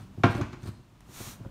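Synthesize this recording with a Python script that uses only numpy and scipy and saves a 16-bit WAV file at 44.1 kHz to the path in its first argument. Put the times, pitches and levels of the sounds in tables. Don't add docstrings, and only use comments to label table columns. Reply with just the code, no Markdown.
import sys
import numpy as np
from scipy import signal
from scipy.fft import rfft, irfft
from scipy.io import wavfile

SR = 44100
rng = np.random.default_rng(int(sys.argv[2]) if len(sys.argv) > 2 else 0)


def pcm_store(signal):
    levels = np.round(np.clip(np.atleast_2d(signal), -1, 1) * 32767)
    wavfile.write(sys.argv[1], SR, levels.astype(np.int16).T)


N = 66150
T = np.arange(N) / SR


def from_db(db):
    return 10 ** (np.asarray(db) / 20)


def at_hz(points, hz):
    freqs, values = np.transpose(points)
    return np.interp(np.log(np.maximum(hz, 1)), np.log(freqs), values)


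def in_time(points):
    return from_db(np.interp(T, *np.transpose(points)))


def coloured(noise, spectrum):
    gain = from_db(at_hz(spectrum, np.fft.rfftfreq(N, 1 / SR)))
    shaped = irfft(rfft(noise) * gain, N)
    return shaped / np.sqrt(np.mean(shaped ** 2) + 1e-20)


def bands(noise):
    centres = 32 * 2 ** (np.arange(19) / 2)
    whole = rfft(noise)
    log_hz = np.log(np.fft.rfftfreq(N, 1 / SR) + 1)
    return [(hz, irfft(whole * np.interp(log_hz, np.log(centres), centres == hz), N)) for hz in centres]


def strike(start, rise_s, t60):
    age = np.maximum(T - start, 0)
    return (1 - np.exp(-age / rise_s)) * np.exp(-np.minimum(np.log(1000) * age / t60, 100))


def bursts(rows, spectrum):
    envelope = sum(from_db(db) * strike(s, rise_s=0.0005, t60=t60) for s, db, t60 in rows)
    return envelope * coloured(rng.standard_normal(N), spectrum)


def impulses(times, gains):
    return np.bincount(np.clip(np.asarray(times) * SR, 0, N - 1).astype(int), gains, N) + 1e-18


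def soften(force, cutoff_hz):
    return signal.sosfilt(signal.butter(2, cutoff_hz, fs=SR, output="sos"), force)


def through(x, response):
    return signal.fftconvolve(x, response)[:N]


# (frequency [Hz], relative density [dB])
AIR_SPECTRUM = [(150, -11), (450, 0), (1100, 0), (2000, -8), (3000, -8.5), (4500, -14), (6800, -15.5),
                (8000, -18), (10000, -21.5), (15000, -23)]
# (time [s], level [dB])
AIR_DRIFT = [(0, 6.5), (.1, -1.5), (.2, 2.5), (.6, -3.5), (.85, -4), (1.0, -2), (1.2, 7), (1.5, 1)]
def air(level_db=-62.5):
    return from_db(level_db) * in_time(AIR_DRIFT) * coloured(rng.standard_normal(N), AIR_SPECTRUM)


# (frequency [Hz], relative density [dB])
RUMBLE_SPECTRUM = [(20, -29), (48, 4.5), (70, -1.5), (110, 1), (200, -2), (320, -9), (480, -29.5),
                   (1000, -28), (4000, -82)]
# (time [s], level [dB])
RUMBLE_LEVEL = [(0, -50), (.15, -49), (.58, -50), (.85, -56.5), (1.0, -56.5), (1.17, -54.5), (1.3, -52.5),
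                (1.5, -50)]
def handling_rumble():
    return in_time(RUMBLE_LEVEL) * coloured(rng.standard_normal(N), RUMBLE_SPECTRUM)


# (frequency [Hz], level [dB], free t60 [s])
BOX_MODES = [(105.3, 10, 0.14), (139.3, 5, 0.11), (193.4, -2, 0.19), (256.1, -2, 0.18), (303, -4, 0.1),
             (358.2, 2, 0.14), (476.7, -7, .16), (581, -11, .16), (693.5, -1, 0.15), (799, -9, 0.12),
             (1056.6, -7, 0.12), (1177, -13, 0.15), (1383, -7.5, 0.15), (2276, -21, .2)]
def box(force, held):
    t60_share, swell_cycles = (0.44, 0.6) if held else (1, 2.05)
    ring = 0
    for k, (hz, db, t60) in enumerate(BOX_MODES):
        envelope = from_db(db) * strike(0, swell_cycles / hz, t60 * t60_share)
        ring += (-1) ** k * envelope * np.sin(2 * np.pi * hz * T)
    return through(force, ring)


# (time [s], level [dB], contact cut-off [Hz])
BUMPS = [(.001, -39.5, 179), (0.021, -36, 130), (.102, -43.5, 200), (0.175, -32, 230), (.195, -33.5, 220),
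         (0.291, -22, 130), (.347, -24.5, 374), (.411, -22, 170), (.463, -40.5, 183), (0.527, -34, 238),
         (0.628, -33.5, 175), (.652, -35.5, 330), (.670, -36, 260), (.681, -28.5, 170), (.790, -47.5, 300),
         (.921, -46.5, 135), (.956, -52, 130), (1.087, -46.5, 393), (1.202, -36, 460), (1.266, -37.5, 180),
         (1.401, -39, 286), (1.408, -41.5, 244), (1.455, -34, 263)]
def bumps():
    force = sum(soften(impulses([s], [from_db(db)]), hz) for s, db, hz in BUMPS)
    return box(force, held=True)


# (middle time [s], half length [s], level [dB])
SCRAPES = [(.005, 0.03, -60.5), (0.317, 0.015, -49), (0.373, 0.017, -50), (0.64, 0.025, -56.5),
           (0.681, 0.014, -49.5)]
# (frequency [Hz], relative density [dB])
SCRAPE_SPECTRUM = [(200, -8), (600, 7), (1300, 7.5), (2500, -3), (3400, -4), (4200, 1), (5500, -7),
                   (7600, -8), (9000, -4), (10500, -15), (12500, -12), (15000, -18)]
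def scrapes(grains_per_s=3000, spread_db=2):
    tears = (rng.random(N) < grains_per_s / SR) * rng.choice([-1, 1], N)
    sizes = from_db(spread_db * np.minimum(rng.exponential(1, N), 4))
    strokes = sum(from_db(db) * np.exp(-0.5 * ((T - s) / half) ** 2) for s, half, db in SCRAPES)
    return strokes * coloured(tears * sizes, SCRAPE_SPECTRUM)


# (time [s], level [dB])
SNAP_HITS = [(0.2346, -27.5), (0.2355, -25.5), (0.2428, -28), (0.2552, -31), (0.2605, -34.5)]
# (frequency [Hz], relative density [dB])
RELEASE_SPECTRUM = [(500, -14), (1100, 7), (1600, 3.5), (2600, -3), (3900, 3), (4700, -13), (6000, -9.5),
                    (9000, -28), (15000, -46)]
def snap(t60=0.013):
    return bursts([(s, db, t60) for s, db in SNAP_HITS], RELEASE_SPECTRUM)


SNAP_S, SNAP_BOOM_DB, SNAP_CRACK_DB = 0.2352, -15.5, -17
def boom():
    return box(impulses([SNAP_S], [from_db(SNAP_BOOM_DB)]), held=False)


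# (frequency [Hz], relative density [dB])
CRACK_SPECTRUM = [(25, -42), (42, -3), (62, -20), (85, -1), (150, 0), (330, -1.5), (520, -12), (800, -8),
                  (1200, -4), (1800, -13), (2400, -11.5), (3700, -26.5), (5000, -33.5), (7000, -41.5),
                  (10000, -49.5), (15000, -58)]
# (frequency [Hz], t60 [s])
CRACK_T60 = [(50, 0.23), (300, 0.21), (1200, 0.17), (3000, .15), (6000, 0.26), (14000, 0.2)]
# (time [s], steel tick level [dB], board crack level [dB])
CLICKS = [(0.3494, -45.5, -40.5), (0.4116, -43, -33), (0.522, -60, -60), (0.5293, -52, -42.5),
          (0.6309, -53.5, -62)]
def cracks(rise_cycles=0.8):
    hits = [(SNAP_S, SNAP_CRACK_DB)] + [(s, db) for s, _, db in CLICKS]
    sound = 0
    for hz, band in bands(coloured(rng.standard_normal(N), CRACK_SPECTRUM)):
        t60 = at_hz(CRACK_T60, hz)
        power = sum((from_db(db) * strike(s, rise_cycles / hz, t60)) ** 2 for s, db in hits)
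        sound += band * np.sqrt(power)
    return sound


# (frequency [Hz], relative density [dB])
TICK_SPECTRUM = [(800, -6), (2000, -5), (4000, -0.5), (5000, -4.5), (6300, 0.5), (8500, -14), (10500, -17),
                 (15000, -23)]
def ticks(t60=0.058):
    return bursts([(s, db, t60) for s, db, _ in CLICKS], TICK_SPECTRUM)


# (start time [s], end time [s], level [dB])
CREAKS = [(.369, .405, -30)]
def creak(slips_per_s=282, jitter=0.06):
    force = 0
    for start, end, db in CREAKS:
        times = start + np.cumsum(1 + jitter * rng.standard_normal(40)) / slips_per_s
        force += impulses(times, from_db(db) * (times < end))
    return box(soften(force, cutoff_hz=450), held=True)


# (time [s], level [dB], t60 [s])
TAPS = [(1.006, -45, 0.017), (1.0162, -53, .006), (1.0443, -52, 0.0084), (1.088, -65, 0.023)]
# (frequency [Hz], relative density [dB])
TAP_SPECTRUM = [(300, 10), (900, 10), (2200, -2), (4500, -7), (7500, -4.5), (11000, -9), (15000, -15)]
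def taps():
    return bursts(TAPS, TAP_SPECTRUM)


# (time [s], level [dB])
SLIDE_LEVEL = [(1.04, -84), (1.095, -60.5), (1.155, -47.5), (1.21, -43.5), (1.285, -44), (1.33, -48.5),
               (1.372, -63), (1.44, -87)]
# (frequency [Hz], relative density [dB])
SLIDE_SPECTRUM = [(100, 8), (330, 5), (480, -4), (800, 0), (1200, 4), (1800, -2), (2300, 1), (3100, -2),
                  (4000, 1), (4900, -5), (5700, 1.5), (6900, 1.5), (7700, -2.5), (9600, -1), (10300, -7.5),
                  (12200, -3), (15500, -7.5)]
def slide():
    return in_time(SLIDE_LEVEL) * coloured(rng.standard_normal(N), SLIDE_SPECTRUM)


# (time [s], level [dB])
KNOCKS = [(1.2045, -50.5), (1.448, -48), (1.457, -50.5)]
# (frequency [Hz], level [dB], t60 [s])
PANEL_MODES = [(537, 3, 0.085), (772, -3.5, 0.033), (980, -2, .035), (1210, -3.5, 0.024),
               (1407, 0.5, 0.025), (1660, -12, 0.026)]
def knocks():
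    ring = 0
    for k, (hz, db, t60) in enumerate(PANEL_MODES):
        envelope = from_db(db - 60 * np.minimum(T / t60, 10))
        ring += (-1) ** k * envelope * np.sin(2 * np.pi * hz * T)
    times, levels = np.transpose(KNOCKS)
    return through(impulses(times, from_db(levels)), ring)


# (frequency [Hz], t60 [s])
ROOM_T60 = [(100, 0.4), (400, 0.64), (1500, 0.49), (5000, 0.77), (14000, 0.15)]
# (frequency [Hz], level against the direct sound [dB])
ROOM_LEVEL = [(60, -6.5), (300, -11.5), (1200, -7.5), (5000, -6.5), (14000, -7.5)]
def workshop(sound, delay_s=0.0079):
    tail = 0
    for hz, band in bands(rng.standard_normal(N)):
        fade = strike(delay_s, rise_s=0.0034, t60=at_hz(ROOM_T60, hz))
        tail += band * from_db(at_hz(ROOM_LEVEL, hz)) * fade / np.sqrt(np.sum(fade ** 2))
    return through(sound, tail)


def scene():
    work = snap() + cracks() + ticks() + knocks() + bumps() + creak() + scrapes()
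    dry_boom, close_taps = boom(), taps()
    room = workshop(work + from_db(-5) * dry_boom + from_db(-7) * close_taps)
    return (work + dry_boom + close_taps + room + slide() + air() + handling_rumble())[None]


def record(dry, cutoff_hz=15600):
    return signal.sosfilt(signal.ellip(12, 0.1, 80, cutoff_hz, fs=SR, output="sos"), dry)


dry = scene()
out = record(dry)
pcm_store(out)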